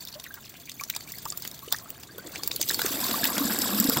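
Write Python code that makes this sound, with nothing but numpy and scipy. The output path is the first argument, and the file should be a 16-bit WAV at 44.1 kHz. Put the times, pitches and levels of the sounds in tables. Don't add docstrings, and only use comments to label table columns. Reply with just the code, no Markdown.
import sys
import numpy as np
from scipy import signal
from scipy.fft import rfft, irfft, next_fast_len
from scipy.io import wavfile
from scipy.ndimage import uniform_filter1d

SR = 44100
rng = np.random.default_rng(int(sys.argv[2]) if len(sys.argv) > 2 else 0)


def waveform_to_disk(signal):
    frames = np.transpose(np.atleast_2d(signal))
    scaled = np.clip(frames, -1, 1) * 32767
    samples = np.round(scaled).astype(np.int16)
    wavfile.write(sys.argv[1], SR, samples)


N = 176400
FIZZ_RISE = 0.042


def amp(db):
    return 10 ** (np.asarray(db) / 20)


def unit(x):
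    return x / np.sqrt(np.mean(x ** 2) + 1e-20)


def curves(rows):
    times, *columns = np.transpose(rows)
    return [np.interp(np.arange(N) / SR, times, column) for column in columns]


def coloured(x, eq):
    size = 2 * next_fast_len(len(x) // 2 + 1024)
    freq_hz, gain_db = np.transpose(eq)
    curve_db = np.interp(np.log(np.fft.rfftfreq(size, 1 / SR) + 1), np.log(freq_hz + 1), gain_db)
    cepstrum = irfft(np.log(amp(curve_db)), size)
    cepstrum[1:size // 2] *= 2
    cepstrum[size // 2 + 1:] = 0
    return irfft(rfft(x, size) * np.exp(rfft(cepstrum)), size)[:len(x)]


def add(track, start_s, sound):
    i = max(round(start_s * SR), 0)
    track[i:i + len(sound)] += sound[:max(N - i, 0)]


def ring(start_s, hz, gain, ring_s, rise, size):
    t = np.arange(size) / SR
    age, cycles = t / ring_s[:, None], hz[:, None] * t
    attack = 1 - np.exp(-cycles / 0.82)
    decay = np.exp(-np.log(1000) * age - (age / .38) ** 2)
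    tone = np.sin(2 * np.pi * cycles * (1 + rise * age / 2))
    waves = gain[:, None] * attack * decay * tone
    at = np.abs(start_s * SR).astype(int)[:, None] + np.arange(size)
    return np.bincount(at.ravel(), waves.ravel(), N)[:N]


def swarm(lo_hz, hi_hz, cycles, spread_db, rise, count, size):
    when, pitch, strength, life = rng.random((count, 4)).T
    hz = lo_hz * (hi_hz / lo_hz) ** pitch
    gain = hz ** 0.68 * amp(-spread_db * strength)
    ring_s = cycles * (.5 + life) / hz
    return unit(ring(when * N / SR, hz, gain, ring_s, rise, size))


def patter(decay_s, spread_db, count):
    jitter, strength = rng.random((count, 2)).T
    at = ((np.arange(count) + 3 * jitter) / count * N).astype(int) % N
    hits = np.bincount(at, amp(-spread_db * np.sqrt(strength)) ** 2, N)
    power = signal.lfilter([1], [1, -np.exp(-2 / (decay_s * SR))], hits)
    return unit(np.sqrt(np.abs(uniform_filter1d(power, size=130))))


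def spray(decay_s, spread_db, count):
    spectrum = rfft(rng.standard_normal(N))
    register = np.searchsorted([9000, 3400, 9200], np.fft.rfftfreq(N, 1 / SR))
    shared = patter(decay_s, spread_db, count)
    bands = (irfft(spectrum * (register == k), N) for k in range(4))
    return unit(sum(band * np.hypot(shared, patter(decay_s, spread_db, count)) for band in bands))


# freq_hz, gain_db
AIR_EQ = [(25, -13), (45, -6.5), (70, 0), (125, 5), (200, -0.5), (400, -5), (900, -26.5), (2500, -19),
          (8000, -23), (16000, -22)]
# time_s, level_db
AIR_FADER = [(0, -55), (.6, -55), (1.3, -51.5), (2.1, -52.5), (2.7, -48.5), (4, -48.5)]


def outdoor_air():
    level_db, = curves(AIR_FADER)
    return amp(level_db) * unit(coloured(rng.standard_normal(N), AIR_EQ))


def bank_scatter(x, t60_s=.09):
    t = np.arange(SR // 5) / SR
    tail = rng.standard_normal(len(t)) * np.exp(-np.log(1000) * t / t60_s)
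    return amp(-14) * signal.fftconvolve(x, tail / np.linalg.norm(tail))[:N]


# freq_hz, side_over_mid_db
SIDE_EQ = [(30, -34), (250, -32), (1000, -32), (2500, -28), (4000, -16), (8000, -8.5), (10000, -8),
           (14000, -10)]


def diffuse_sides(mid):
    spectra = signal.stft(mid, nperseg=128)[2]
    scrambled = signal.istft(spectra * np.exp(2j * np.pi * rng.random(spectra.shape)))[1][:N]
    return coloured(np.std(mid) * unit(scrambled), SIDE_EQ)


# time_s, level_db
GURGLE_FADER = [(2.05, -83), (2.18, -46), (2.45, -50.5), (2.62, -54), (2.68, -56), (2.8, -42), (3.1, -45.5),
                (3.4, -50)]
# freq_hz, gain_db
GURGLE_EQ = [(180, -22.5), (300, -3), (430, -5), (560, -10.5), (800, -11)]


def spout_gurgle():
    level_db, = curves(GURGLE_FADER)
    pockets = swarm(278, 620, cycles=9.7, spread_db=8, rise=0.2, count=400, size=2800)
    return amp(level_db) * unit(coloured(pockets, GURGLE_EQ))


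# time_s, level_db
CHURN_FADER = [(0, -69), (2.05, -61), (2.3, -54.5), (2.7, -58), (2.95, -42), (3.3, -37.5), (3.7, -37),
               (4, -34)]
# freq_hz, gain_db
CHURN_EQ = [(25, -52), (60, -30), (115, -6), (160, -7.5), (220, 2), (290, 2.5), (390, -7), (600, -5.5),
            (1000, -26.5)]


def churn():
    level_db, = curves(CHURN_FADER)
    bubbles = swarm(176, 557, cycles=10, spread_db=5.5, rise=.2, count=900, size=4000)
    rush = amp(-6) * rng.standard_normal(N)
    return amp(level_db) * unit(coloured(bubbles + rush, CHURN_EQ))


# time_s, spatter_db, babble_db
FLOW_FADERS = [(0.0, -35, -55), (0.08, -52, -53.5), (0.24, -52, -54.5), (0.53, -50.5, -58.5),
               (0.72, -48, -59.5), (0.93, -44.5, -52.5), (1.36, -44, -55), (1.67, -46.5, -53.5),
               (1.76, -43, -51), (2.1, -53.5, -55), (2.27, -43.5, -48), (2.57, -40.5, -50.5),
               (2.71, -32, -51.5), (2.92, -30.5, -36), (3.39, -31.5, -35.5), (4.0, -31.5, -34)]
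# freq_hz, gain_db
BABBLE_EQ = [(250, -15), (450, -7), (660, 6.5), (800, 2.5), (1100, 5), (1600, 3), (2200, -0.5),
             (3000, -7.5), (5000, -33.5)]


def babble():
    _, level_db = curves(FLOW_FADERS)
    wash = amp(7) * rng.standard_normal(N) * patter(decay_s=0.013, spread_db=20.5, count=900)
    bubbles = swarm(443.6, 2920, cycles=27.4, spread_db=16, rise=0.19, count=1600, size=2000)
    return amp(level_db - 3.5) * unit(coloured(bubbles + wash, BABBLE_EQ))


# freq_hz, gain_db
DRIP_EQ = [(880, -44), (1500, -20), (1660, -22), (1960, -4.5), (2940, -9.5), (3520, 2), (4040, -2.5),
           (4590, 2.5), (5170, -8), (6060, -1.5), (7240, 0), (9950, -9.5), (11200, -9), (14900, 4.5),
           (16000, 1.5)]
# freq_hz, gain_db
STREAM_EQ = [(880, -40), (1500, 0), (1880, -12), (2040, -17), (2610, -2), (2970, -5.5), (3280, -0.5),
             (3810, 4.5), (4200, -3), (4550, 1.5), (5120, 3.5), (5540, -1), (6240, -8), (7610, 5),
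             (8490, -2), (10000, -7), (10700, -4.5), (11500, 2), (13400, 5.5), (15200, -0.5), (16000, -15)]


def spatter(spill_s=(2.54, 3.64)):
    level_db, _ = curves(FLOW_FADERS)
    spill = np.interp(np.arange(N) / SR, spill_s, [0, 1])
    tinkle = swarm(2337, 14870, cycles=92, spread_db=28, rise=FIZZ_RISE, count=1300, size=1000)
    light_spray = spray(decay_s=0.011, spread_db=32.5, count=500)
    drip = unit(coloured(light_spray, DRIP_EQ)) + amp(-9) * unit(coloured(tinkle, DRIP_EQ))
    fizz = swarm(1810, 16150, cycles=36, spread_db=31, rise=FIZZ_RISE, count=4000, size=600)
    dense_spray = spray(decay_s=0.0038, spread_db=28, count=2000)
    stream = amp(1) * unit(coloured(dense_spray + amp(-8) * fizz, STREAM_EQ))
    return amp(level_db) * (np.sqrt(1 - spill) * drip + np.sqrt(spill) * stream)


# centre_s, level_db, length_s, pitch_hz
FLURRY_CUES = [(0.078, -50.5, 0.046, 4300), (0.139, -47, 0.041, 4650), (0.252, -49, .035, 2540),
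               (0.377, -48.5, 0.019, 1520), (0.459, -50.5, 0.044, 4400), (0.692, -45.5, 0.022, 2380),
               (0.551, -54, 0.041, 2900), (1.09, -53, 0.043, 2510), (1.448, -51, 0.037, 2950),
               (0.903, -37, 0.013, 2930), (1.733, -38, 0.017, 1346), (1.734, -37.5, 0.022, 5700),
               (2.357, -43, 0.017, 2620), (2.577, -48, 0.017, 3500), (2.631, -39, 0.015, 2660),
               (2.714, -41, 0.018, 1920), (2.855, -39, 0.041, 1840), (3.242, -31, 0.018, 3480),
               (3.302, -37, 0.019, 1240), (3.375, -33.5, 0.021, 1630), (3.508, -35.5, 0.017, 1390),
               (3.979, -34, 0.029, 1020)]


def flurries(count=16, pitch_spread=0.245, cycles=31):
    track = np.zeros(N)
    for centre_s, level_db, length_s, pitch_hz in FLURRY_CUES:
        when, detune, strength = rng.standard_normal((count, 3)).T
        start_s = centre_s + length_s * when / 3
        hz = pitch_hz * np.exp(pitch_spread * detune)
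        ticks = ring(start_s, hz, amp(1.74 * strength), cycles / hz, FIZZ_RISE, size=1500)
        track += amp(level_db) * ticks * np.sqrt(length_s * SR / np.sum(ticks ** 2))
    return track


# start_s, start_pitch_hz, level_db, ring_s
GULP_CUES = [(2.549, 400, -34, .05), (2.606, 315, -32, 0.046), (2.846, 370, -20, 0.039),
             (2.937, 271, -30.5, 0.15), (3.232, 242, -18.5, 0.043), (3.375, 214.4, -24.5, 0.09),
             (3.405, 276, -23, 0.2), (3.451, 225, -15.5, 0.051), (3.728, 204.6, -27, 0.42),
             (3.798, 212, -18, 0.15), (3.848, 276, -16.5, .06), (3.887, 246, -10, 0.045),
             (3.965, 133, -24.5, 0.11), (3.887, 450, -23.5, 0.074)]


def gulps():
    start_s, pitch_hz, level_db, ring_s = np.transpose(GULP_CUES)
    return ring(start_s, pitch_hz, amp(level_db + 3), ring_s, rise=0.27, size=8000)


# start_s, start_pitch_hz, level_db, ring_s
PLINK_CUES = [(.073, 3500, -38.5, 0.04), (.126, 4300, -42.5, 0.063), (.140, 4530, -41, .025),
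              (.153, 575, -37.5, 0.15), (0.264, 1860, -39.5, 0.042), (.306, 1545, -42.5, 0.064),
              (0.341, 1510, -43, 0.052), (0.376, 1330, -56, .05), (.797, 2250, -30.5, 0.036),
              (.811, 1086, -35, 0.076), (.938, 2290, -34.5, 0.09), (1.075, 2260, -44, 0.069),
              (1.138, 2000, -42.5, 0.062), (1.256, 900, -25, 0.035), (1.262, 1110, -26.5, 0.024),
              (1.322, 1180, -42, 0.095), (1.626, 1090, -44.5, 0.16), (1.677, 390, -27, 0.023),
              (1.684, 2830, -31.5, 0.014), (1.724, 1305, -17, 0.013), (1.725, 718, -28.5, 0.046),
              (1.745, 1750, -30, 0.036), (1.858, 1220, -42.5, 0.054), (2.093, 1560, -46.5, 0.078),
              (2.184, 1430, -40.5, 0.12), (2.358, 2465, -28, 0.041), (2.393, 1070, -37, 0.054),
              (2.511, 2420, -30, 0.024), (2.597, 566, -28.5, 0.046), (2.704, 1700, -25, 0.02),
              (2.793, 1410, -32, 0.081), (2.816, 1470, -17.5, 0.015), (2.935, 596, -36, 0.037),
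              (3.030, 970, -32, .07), (3.141, 1077, -23, 0.033), (3.232, 1610, -21, 0.026),
              (3.259, 3250, -21.5, 0.016), (3.416, 1090, -20, 0.02), (3.693, 1010, -16.5, 0.012),
              (3.964, 948, -33, 0.12)]


def plinks(roughness=.45):
    start_s, pitch_hz, level_db, ring_s = np.transpose(PLINK_CUES)
    jostle = 1 + roughness * unit(uniform_filter1d(rng.standard_normal(N), size=130))
    return jostle * ring(start_s, pitch_hz, amp(level_db + 4), ring_s, rise=0.41, size=6000)


# freq_hz, gain_db
SLAP_EQ = [(1200, -79.5), (2300, -11), (2950, -34.5), (3600, 5), (4200, -3.5), (4800, 7), (6200, 3.5),
           (7500, 5.5), (9500, -0.5), (12000, -12.5), (16000, -24)]
# freq_hz, gain_db
BODY_EQ = [(100, -25), (300, -4.5), (550, -5), (900, -3), (1300, -8.5), (2100, -6), (3500, -3.5),
           (8000, -79)]
# freq_hz, gain_db
MIST_EQ = [(6000, -45), (10000, -15), (12000, -4.5), (14500, -0.5), (16000, 1)]
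# start_s, level_db, body_trim_db, mist_trim_db, ping_hz, decay_s
DROP_CUES = [(0.05, -32, -36, 3, 4600, 0.0013), (0.073, -37, -31, 4, 3620, 0.0016),
             (0.084, -29, -43, -22, 5440, 0.001), (0.1253, -36, -29, -2, 4590, 0.0014),
             (0.1404, -37, -25, -21, 4480, 0.0012), (0.197, -26, -23, -15, 3680, 0.0024),
             (0.239, -29.5, -33, -4, 3500, 0.0019), (0.3401, -34.5, -11, 8, 4670, 0.0022),
             (0.5399, -42, -3, -21, 2700, 0.0013), (0.6947, -25.5, -41, -8, 3620, 0.00051),
             (0.7158, -28.5, -22, -7, 4470, 0.0015), (0.8091, -27.5, -21, -2, 6700, 0.00066),
             (0.8357, -19.5, -26, -6, 5870, 0.0018), (0.8987, -18, -28, -1, 3820, 0.0017),
             (0.9482, -25, -20, -11, 5810, 0.0019), (0.9622, -19, -16.5, -4, 4700, 0.0019),
             (1.0059, -32, -11, -27, 4560, 0.0016), (1.1189, -27, -31, 2, 7390, 0.0029),
             (1.1827, -28.5, -42, -2, 5100, 0.0022), (1.253, -26, -16, -1, 7300, 0.0016),
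             (1.301, -19.5, -38, -40, 7200, 0.00097), (1.3214, -26.5, -18, -17, 4790, 0.0013),
             (1.3733, -26, -18, 5, 7200, 0.0018), (1.421, -25.5, -26, -3, 5050, 0.0015),
             (1.4497, -27.5, -7, -2, 4470, 0.0019), (1.4746, -24, -22.5, -2, 6800, 0.0016),
             (1.5124, -30, -41, -3, 3870, 0.0013), (1.5902, -33.5, -33, 1, 3700, 0.0017),
             (1.7233, -10, -31, -1.5, 3580, 0.0013), (1.7614, -31, -25, -18, 6220, 0.0015),
             (1.7847, -28, -36, -9, 5020, 0.0013), (1.902, -29, -16, 4, 8560, 0.0013),
             (2.0326, -34, -11, -9, 4900, 0.0013), (2.1813, -49, 3.5, 22, 3630, 0.001),
             (2.2707, -30.5, -33, -5, 7400, 0.0013), (2.357, -24.5, -13, -8.5, 2590, 0.0011),
             (2.4334, -17.5, -19.5, -10, 4670, 0.00043), (2.475, -22.5, -17.5, 8.5, 7330, 0.0021),
             (2.5138, -19, -17, -27, 3620, 0.0012), (2.56, -21.5, -27, 3, 4260, 0.0026),
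             (2.6128, -10.5, -21.5, -4, 6690, 0.0013), (2.626, -16.5, -37, -24, 6350, 0.0013),
             (2.6872, -21, -37, 5, 3860, 0.0018), (2.6932, -12, -43, -14, 4010, 0.0028),
             (2.7093, -19.5, -11.5, 3.5, 5140, 0.0012), (2.743, -16, -25, -5, 4450, 0.00075),
             (2.7913, -25.5, -4, -2, 4120, 0.0025), (2.8164, -17, -15, -3, 3960, 0.0013),
             (2.8607, -17.5, -13, 1, 6400, 0.0013), (3.1111, -18.5, -14.5, -20, 3980, 0.0012),
             (3.2405, -13.5, -16, -3, 3810, 0.001), (3.2526, -19.5, -5.5, 4, 3620, 0.0011),
             (3.3795, -15, -13, -7, 5000, 0.0016), (3.5874, -17, -44, 5.5, 7540, 0.00061),
             (3.6172, -13, -21, -19, 5160, 0.00083), (3.7995, -14, -26, 4.5, 7490, 0.0021),
             (3.841, -17.5, -29, 0, 7670, 0.0013), (3.8954, -14, -19, 4, 4570, 0.0013),
             (3.9343, -22, -34, 4, 4640, 0.0013), (3.9698, -17, -13, 1, 3380, 0.0013)]


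def drops(lead_s=.0025, fallback_s=.006, ping_width_hz=216):
    t = np.arange(-SR // 100, SR // 20) / SR
    from_hit_s = np.abs(t)
    first_touch = amp(-15) * np.exp(-from_hit_s / lead_s)
    falling_spray = amp(-15) * np.exp(-from_hit_s / fallback_s)
    track, energy = np.zeros(N), SR * .007
    for start_s, level_db, body_trim_db, mist_trim_db, ping_hz, decay_s in DROP_CUES:
        envelope = np.where(t < 0, first_touch, np.exp(-from_hit_s / decay_s) + falling_spray)
        slap, body, mist, dent = envelope * rng.standard_normal((4, len(t)))
        ping = signal.lfilter(*signal.iirpeak(ping_hz, ping_hz / ping_width_hz, SR), dent)
        layers = ((coloured(slap, SLAP_EQ), -14),
                  (ping, -14),
                  (coloured(body, BODY_EQ), body_trim_db - 2.5),
                  (coloured(mist, MIST_EQ), mist_trim_db - 5))
        for layer, layer_db in layers:
            gain = amp(level_db + layer_db) * np.sqrt(energy / np.sum(layer ** 2))
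            add(track, start_s + t[0] + lead_s / 2, gain * layer)
    return track


def mottled(x, depth_db):
    spectra = signal.stft(x, nperseg=256)[2]
    patches = uniform_filter1d(rng.standard_normal(spectra.shape), size=4, axis=0)
    patches = uniform_filter1d(patches, size=4, axis=1)
    gain = unit(amp(depth_db * np.tanh(unit(patches))))
    return signal.istft(spectra * gain)[1][:N]


def scene():
    splashes = mottled(drops() + spatter(), depth_db=3.5)
    water = splashes + flurries() + plinks() + gulps() + babble() + churn() + spout_gurgle()
    mid = water + bank_scatter(water) + outdoor_air()
    side = diffuse_sides(mid)
    return np.array([mid + side, mid - side])


def record(dry):
    cutoff_hz, edge_hz = 15900, 300
    size = next_fast_len(N + SR // 2)
    high_cut = np.clip((cutoff_hz - np.fft.rfftfreq(size, 1 / SR)) / edge_hz + .5, 0, 1)
    return irfft(rfft(dry, size) * high_cut, size)[:, :N]


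dry = scene()
out = record(dry)
waveform_to_disk(out)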